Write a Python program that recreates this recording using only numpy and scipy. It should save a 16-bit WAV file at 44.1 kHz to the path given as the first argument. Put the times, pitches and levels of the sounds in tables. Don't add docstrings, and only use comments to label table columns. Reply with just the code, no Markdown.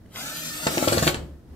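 import sys
import numpy as np
from scipy import signal
from scipy.fft import rfft, irfft, next_fast_len
from scipy.io import wavfile
from scipy.ndimage import uniform_filter1d, map_coordinates

SR = 44100
rng = np.random.default_rng(int(sys.argv[2]) if len(sys.argv) > 2 else 0)


def unload_wav(signal):
    wavfile.write(
        sys.argv[1],
        SR,
        np.round(np.clip(np.atleast_2d(signal).T, -1, 1) * 32767).astype(np.int16),
    )


def makeup_ratio(level_db):
    decades = np.asarray(level_db, float) / 20
    return 10 ** decades


N = 68355

# frequency in Hz, relative density in dB.
AIR_SPECTRUM = [(12, -39), (20, -7), (93, -10), (343, -17), (405, -21), (1170, -36.5), (1930, -38.5),
                (2220, -44.5), (4710, -46), (6570, -49.5), (7990, -50.5), (11500, -51), (15600, -52)]
# frequency in Hz, correlation.
AIR_LIKENESS = [(30, .7), (80, .9), (200, .9), (1000, .4), (4000, .1)]
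# time in seconds, level in dB added to AIR_DB.
AIR_SWELL = [(0, -4.5), (.1, 0), (.6, -3.5), (1.2, 2), (1.35, -0.5), (1.45, -2), (1.52, 1), (1.55, 2.5)]
AIR_DB, AIR_LUMP_DB = -45, 2

# start in seconds, frequency in Hz, level in dB, t60 in seconds.
TRIGGER_TICKS = [(.058, 1750, -49, 0.02)]

# frequency in Hz, t60 in seconds.
ROOM_DECAY = [(100, 0.89), (300, 0.48), (1000, 0.34), (3000, 0.32), (8000, 0.27), (14000, .22)]
# frequency in Hz, correlation.
TAIL_LIKENESS = [(100, 1), (400, 0.56), (1000, 0.22), (4000, 0.089)]
# frequency in Hz, t60 in seconds.
NEAR_DECAY = [(200, 0.14), (2000, 0.021), (12000, 0.013)]
# frequency in Hz, gain in dB.
NEAR_GAIN = [(100, -28), (500, -5.5), (1500, 4), (12000, 3.5)]
ROOM_DB = -4
RING_TO_NEAR_DB = -9

# frequency in Hz, relative level in dB, t60 in seconds.
BOARD_MODES = [(80, -22, 0.4), (106, -15.5, 0.18), (134, -15, 0.16), (154.4, -6, 0.084),
               (187.5, -18, 0.057), (206.9, -21, 0.15), (250.9, -21.5, 0.099), (315, -21, 0.069),
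               (356.3, -12, 0.12), (449, -9, 0.046), (578, 1.5, 0.016), (521, -8, 0.041), (619, -16, 0.028),
               (662.3, -10.5, 0.046), (827, -13, 0.031), (870, -22, 0.023), (1093, -10, 0.031),
               (1450, -19, 0.016)]

# time in seconds, shaft speed in Hz before its waver.
SHAFT_SPEED = [(.1, 99.05), (.146, 184.4), (.2, 247.7), (.24, 275.9), (.3, 297.9), (.4, 301), (.64, 299.5),
               (.8, 294.4), (1.08, 292.2), (1.16, 150.4)]
# time in seconds, whirr level in dB before WHIRR_DB, board rumble level in dB.
MOTOR_LEVELS = [(0.06, -80, -52), (0.074, -92, -86), (0.152, -52, -43), (0.206, -46, -49.5),
                (0.488, -44.5, -57.5), (0.542, -45, -54.5), (0.666, -42.5, -40.5), (0.998, -38.5, -47),
                (1.006, -43.5, -55), (1.082, -35, -44), (1.2, -94, -48)]
# frequency in Hz, relative density in dB.
WHIRR_SPECTRUM = [(290, -25), (500, -8.5), (639, -4.5), (717, -11.5), (928, -7), (1010, -18), (1290, 2.5),
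                  (1770, -8), (2580, -4), (4720, -5), (8520, -6), (10700, -12), (13300, -5), (15600, -19.5)]
# multiple of shaft speed, relative level in dB, pitch waver as a share.
SHAFT_ORDERS = [(0.536, -8, .015), (0.788, -12, 0.022), (1.004, -9, 0.007), (2.088, -13, .015),
                (4.783, -16, .035), (12, -26, .003), (15.12, -17, 0.0031), (28.2, -20, 0.00306)]
# time in seconds, gain in dB.
WHINE_LEVEL = [(.1, 8), (.2, 0), (.32, 0.5), (.44, 4.5), (.55, -4), (.66, 6), (.85, -1.5), (1.2, 6.5)]
# time in seconds, gear tone and its lower octave in dB against the whirr.
GEAR_TONES = [(.1, -19, -15), (.2, -4.5, -3), (.26, -9.5, -11), (.32, -3, -15), (.42, -8, -31),
              (.46, -18, -20), (.52, -9, -30), (.6, -18.5, -36), (.7, -15, -27), (1.2, -33, -28)]
GEAR_ORDER = 6
SPEED_WAVER, BRUSH_DEPTH = .004, 0.27
WHIRR_DB, GRIT_DB, RUMBLE_LUMP_DB = 6.5, .6, 3
WHINE_WAVER_DB, FLUTTER_DB = 3.5, 3

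# start in seconds, crack level in dB, low ring frequency in Hz,
# then low, middle and high ring levels in dB before RING_DB.
CLACKS = [(.159, -24.5, 3170, -30, -34, -50), (0.6694, -11, 3130, -34, -48, -14.5),
          (.674, -21, 3200, -26, -46, -48), (0.78, -14, 2850, -14, -28, -29),
          (0.83, -17, 3700, -25, -46.5, -39), (.878, -12, 3160, -30, -23, -40),
          (0.883, -9, 3340, -17, -17.5, -35), (.926, -10, 3200, -26, -19, -36),
          (.931, -17, 3200, -26, -16, -31), (.981, -11, 3240, -21, -13, -35),
          (1.027, -17.5, 3670, -18, -24, -16), (1.033, -18, 3600, -31, -39, -29),
          (1.07, -13.5, 2980, -24, -24.5, -25), (1.0768, -14, 3280, -5, -11, -35.5),
          (1.078, -13, 2900, -18.5, -31, -14.5), (1.091, -36, 3100, -37, -28, -22),
          (1.095, -24.5, 2490, -38, -45, -42.5), (1.1438, -17, 2850, -17.5, -24.5, -28)]
# frequency in Hz, t60 in seconds.
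STEEL_RINGS = [(4350, 0.0071), (7450, 0.0095)]
RING_SCATTER = [
    [[.07]],
    [[.035]],
    [[.025]],
]
# frequency in Hz, gain in dB.
CRACK_RESPONSE = [(300, -21), (700, 0), (1500, 6), (3000, -0.5), (5000, -2.5), (8000, -10), (12000, -18),
                  (16000, -32)]
RING_DB, RING_PARTS, LOW_RING_T60 = 7, 3, 0.0062
CRACK_DB, CRACK_T60 = -0.5, 0.009
RATTLE_DB, RATTLE_T60, RATTLE_RISE_S = -10, 0.09, 0.0035
STRIKE_RISE_S = 0.00039

# start in seconds, level in dB before THUMP_DB,
# extra level in dB of the deep modes, extra level in dB of the body modes.
THUMPS = [(0.6668, -13, 0.5, -4.5), (0.735, -40, 6, 16), (0.7737, -13.5, -3, 5.5), (0.798, -27, -10, 12.5),
          (0.8253, -14, 2, 0.5), (0.848, -27, -7, 4), (0.8747, -10.5, 1, 4), (0.8844, -22.5, 3, 10.5),
          (.9225, -13.5, 2, 1.5), (0.9312, -25.5, 7, 15.5), (0.9453, -25, 8, -5), (0.9736, -14.5, 2.5, -14),
          (1.0243, -15, 4, -4), (1.0685, -12.5, -2.5, 5.5), (1.0934, -19.5, -0.5, 2), (1.144, -27, 6.5, 8)]
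DEEP_HZ, BODY_HZ, FLIP_HZ = 230, 400, 275
DEEP_RISE_S, RISE_S = 0.0032, 0.00085
MODE_SCATTER_DB, MODE_DETUNE = 2.5, .012
THUMP_DB, BOUNCE_S, BOUNCE_DB = 1.5, 0.0036, -11

# time in seconds, level in dB.
HUM_LEVEL = [(1.1, -42), (1.15, -36), (1.262, -38.5), (1.36, -41), (1.388, -49), (1.434, -74),
             (1.516, -36.5), (1.55, -44)]
HUM_HZ, HUM_WAVER = 72.1, 0.0213

# time in seconds, left-ear lead in ms, left minus right in dB.
AIM = [(0, 0.024, 3.5), (.5, 0.2, 4), (1.1, 0.3, 4), (1.55, 0.2, 5)]
# frequency in Hz, gain in dB.
DIRECT_GAIN = [(300, -1.5), (1000, -1.5), (4000, -0.5), (12000, -1)]
# frequency in Hz, left minus right in dB.
DEVICE_SHADOW = [(100, -4.5), (300, -2), (1000, -4.5), (4000, -3), (9000, 0.5), (14000, -3)]
BASS_CUT_HZ, TOP_HZ = 28, 15740


def unit(x):
    return x / np.sqrt(np.mean(x ** 2) + 1e-20)


def along(points, hz):
    f, v = np.transpose(points)
    return np.interp(np.log(hz + 1), np.log(f + 1), v)


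def curves(rows, edge=None):
    s, *cols = np.transpose(rows)
    return [np.interp(np.arange(N) / SR, s, c, edge, edge) for c in cols]


def wobble(rate):
    knots = rng.standard_normal(int(N * rate / SR) + 4)
    return map_coordinates(knots, [np.arange(N) * rate / SR])


def filtered(x, response):
    m = next_fast_len(x.shape[-1] + 8192)
    return irfft(rfft(x, m) * response(np.fft.rfftfreq(m, 1 / SR)), m)[..., :x.shape[-1]]


def shaped(x, points):
    return filtered(x, lambda hz: makeup_ratio(along(points, hz)))


def paired(two, alike):
    def mid_side_gains(hz):
        angle = np.arccos(np.clip(along(alike, hz), -1, 1)) / 2
        return np.array([np.cos(angle), np.sin(angle)])
    mid, side = filtered(two, mid_side_gains)
    return np.array([mid + side, mid - side])


def air():
    noise = rng.standard_normal((2, N)) * makeup_ratio(AIR_LUMP_DB * wobble(11.75))
    swell_db, = curves(AIR_SWELL)
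    return makeup_ratio(AIR_DB + swell_db) * unit(paired(shaped(noise, AIR_SPECTRUM), AIR_LIKENESS))


def trigger():
    out, t = np.zeros(N + SR), np.arange(SR // 8) / SR
    for s, hz, db, t60 in TRIGGER_TICKS:
        envelope = makeup_ratio(db - 60 * t / t60) * (1 - np.exp(-t / STRIKE_RISE_S))
        out[round(s * SR):][:len(t)] += envelope * np.sin(2 * np.pi * hz * t)
    return out[:N]


def room(x, decays, size):
    hop, delay = 4096, 40
    window = np.hanning(2 * hop)
    padded = np.concatenate([np.zeros(hop), x, np.zeros(2 * hop)])
    out = np.zeros((2, N + 2 * SR))
    for a in range(0, N + hop, hop):
        hz, t, z = signal.stft(rng.standard_normal((2, size)), SR, nperseg=128)
        t60 = along(decays, hz)[:, None]
        decaying = z * makeup_ratio(-60 * t / t60) / np.sqrt(t60)
        tail = signal.istft(decaying, SR, nperseg=128)[1]
        tail = tail / np.linalg.norm(tail[0])
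        stretch = padded[a:a + 2 * hop] * window
        wet = signal.fftconvolve(stretch[None], tail, axes=1)
        out[:, a + delay:][:, :wet.shape[1]] += wet
    return paired(out[:, hop:][:, :N], TAIL_LIKENESS)


def board_response(hz):
    total = 0
    for center, db, t60 in BOARD_MODES:
        width = 12 + 2.8 / t60
        total = total + makeup_ratio(db) * 1j * hz * width / (center * center - hz * hz + 1j * hz * width)
    return total


def motor():
    shaft_hz, = curves(SHAFT_SPEED)
    whirr_db, rumble_db = curves(MOTOR_LEVELS, edge=-120)
    free_db, = curves(WHINE_LEVEL)
    gear_db, octave_db = curves(GEAR_TONES)
    turn = 2 * np.pi * np.cumsum(shaft_hz * (1 + SPEED_WAVER * wobble(30))) / SR
    grit = rng.standard_normal(N) * makeup_ratio(GRIT_DB * wobble(900))
    whirr = unit(shaped(grit * (1 + BRUSH_DEPTH * np.cos(turn)), WHIRR_SPECTRUM))
    whine = np.zeros(N)
    for order, db, waver in SHAFT_ORDERS:
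        level = makeup_ratio(db + free_db + WHINE_WAVER_DB * wobble(25) + FLUTTER_DB * wobble(90))
        drift = np.cumsum(2 * np.pi * shaft_hz * waver * wobble(20)) / SR
        whine += level * np.sin(order * (turn + drift))
    for order, db in [(GEAR_ORDER, gear_db), (GEAR_ORDER / 2, octave_db)]:
        whine += makeup_ratio(db + FLUTTER_DB * wobble(50)) * np.sin(order * turn + .5 * wobble(60))
    lumps = rng.standard_normal(N) * makeup_ratio(RUMBLE_LUMP_DB * wobble(61.5))
    rumble = unit(filtered(lumps, board_response))
    return makeup_ratio(whirr_db + WHIRR_DB) * (whirr + whine) + makeup_ratio(rumble_db) * rumble


def clacks():
    rings, cracks, t = np.zeros(N + SR), np.zeros(N + SR), np.arange(SR // 8) / SR
    noise = rng.standard_normal((len(CLACKS), 2, len(t)))
    detune = 1 + RING_SCATTER * rng.standard_normal((len(CLACKS), 3, RING_PARTS, 1))
    ring_rise = 1 - np.exp(-t / STRIKE_RISE_S)
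    rattle_envelope = makeup_ratio(RATTLE_DB - 60 * t / RATTLE_T60) * (1 - np.exp(-t / RATTLE_RISE_S))
    for (s, db, low_hz, *levels), (crack, rattle), parts in zip(CLACKS, noise, detune):
        at = round(s * SR)
        modes = [(low_hz, LOW_RING_T60)] + list(STEEL_RINGS)
        for ring_db, (hz, t60), shifts in zip(levels, modes, parts):
            partials = np.sin(2 * np.pi * hz * shifts * t).mean(axis=0)
            rings[at:][:len(t)] += makeup_ratio(ring_db + RING_DB - 60 * t / t60) * partials * ring_rise
        burst = makeup_ratio(CRACK_DB - 60 * t / CRACK_T60) * crack + rattle_envelope * rattle
        cracks[at:][:len(t)] += makeup_ratio(db) * burst
    return rings[:N], shaped(cracks[:N], CRACK_RESPONSE)


def thumps():
    out, t = np.zeros(N + SR), np.arange(SR // 2) / SR
    scatter = rng.standard_normal((len(THUMPS), len(BOARD_MODES), 2))
    for (s, db, deep_db, body_db), deviations in zip(THUMPS, scatter):
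        ring = np.zeros(len(t))
        for (hz, mode_db, t60), (level_dev, pitch_dev) in zip(BOARD_MODES, deviations):
            group_db = deep_db if hz < DEEP_HZ else body_db if hz < BODY_HZ else 0
            rise = 1 - np.exp(-t / (DEEP_RISE_S if hz < DEEP_HZ else RISE_S))
            decay = makeup_ratio(mode_db + group_db + MODE_SCATTER_DB * level_dev - 60 * t / t60)
            tone = np.sin(2 * np.pi * hz * (1 + MODE_DETUNE * pitch_dev) * t)
            ring += np.sign(FLIP_HZ - hz) * rise * decay * tone
        for at, gain_db in [(s, 0), (s + BOUNCE_S, BOUNCE_DB)]:
            out[round(at * SR):][:len(t)] += makeup_ratio(db + THUMP_DB + gain_db) * ring
    return out[:N]


def hum():
    level_db, = curves(HUM_LEVEL, edge=-120)
    phase = 2 * np.pi * np.cumsum(HUM_HZ * (1 + HUM_WAVER * wobble(4.7))) / SR
    return np.sqrt(2) * uniform_filter1d(makeup_ratio(level_db), size=600) * np.sin(phase)


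def scene():
    rings, cracks = clacks()
    dull = motor() + thumps() + cracks + trigger()
    drill = dull + rings
    lead_ms, pan_db = curves(AIM)
    sides = np.array([[.5], [-.5]])
    lead = lead_ms * SR / 1000
    direct = np.array([map_coordinates(drill, [np.arange(N) + k * lead], order=5) for k in (.5, -.5)])
    near = shaped(room(dull + makeup_ratio(RING_TO_NEAR_DB) * rings, NEAR_DECAY, size=3072), NEAR_GAIN)
    far = makeup_ratio(ROOM_DB) * room(drill, ROOM_DECAY, size=20480)
    heard = (shaped(direct, DIRECT_GAIN) + near + far) * makeup_ratio(sides * pan_db)
    shadowed = filtered(heard, lambda hz: makeup_ratio(sides * along(DEVICE_SHADOW, hz)))
    return shadowed + hum() + air()


def low_pass(x):
    return signal.sosfilt(signal.butter(12, 15740, fs=SR, output="sos"), x)


def record(dry):
    def bass_cut(hz):
        return (1j * hz / (BASS_CUT_HZ + 1j * hz)) ** 2
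    mic = filtered(dry, bass_cut)
    mix = filtered(mic, lambda hz: hz < TOP_HZ)
    return low_pass(mix)


dry = scene()
out = record(dry)
unload_wav(out)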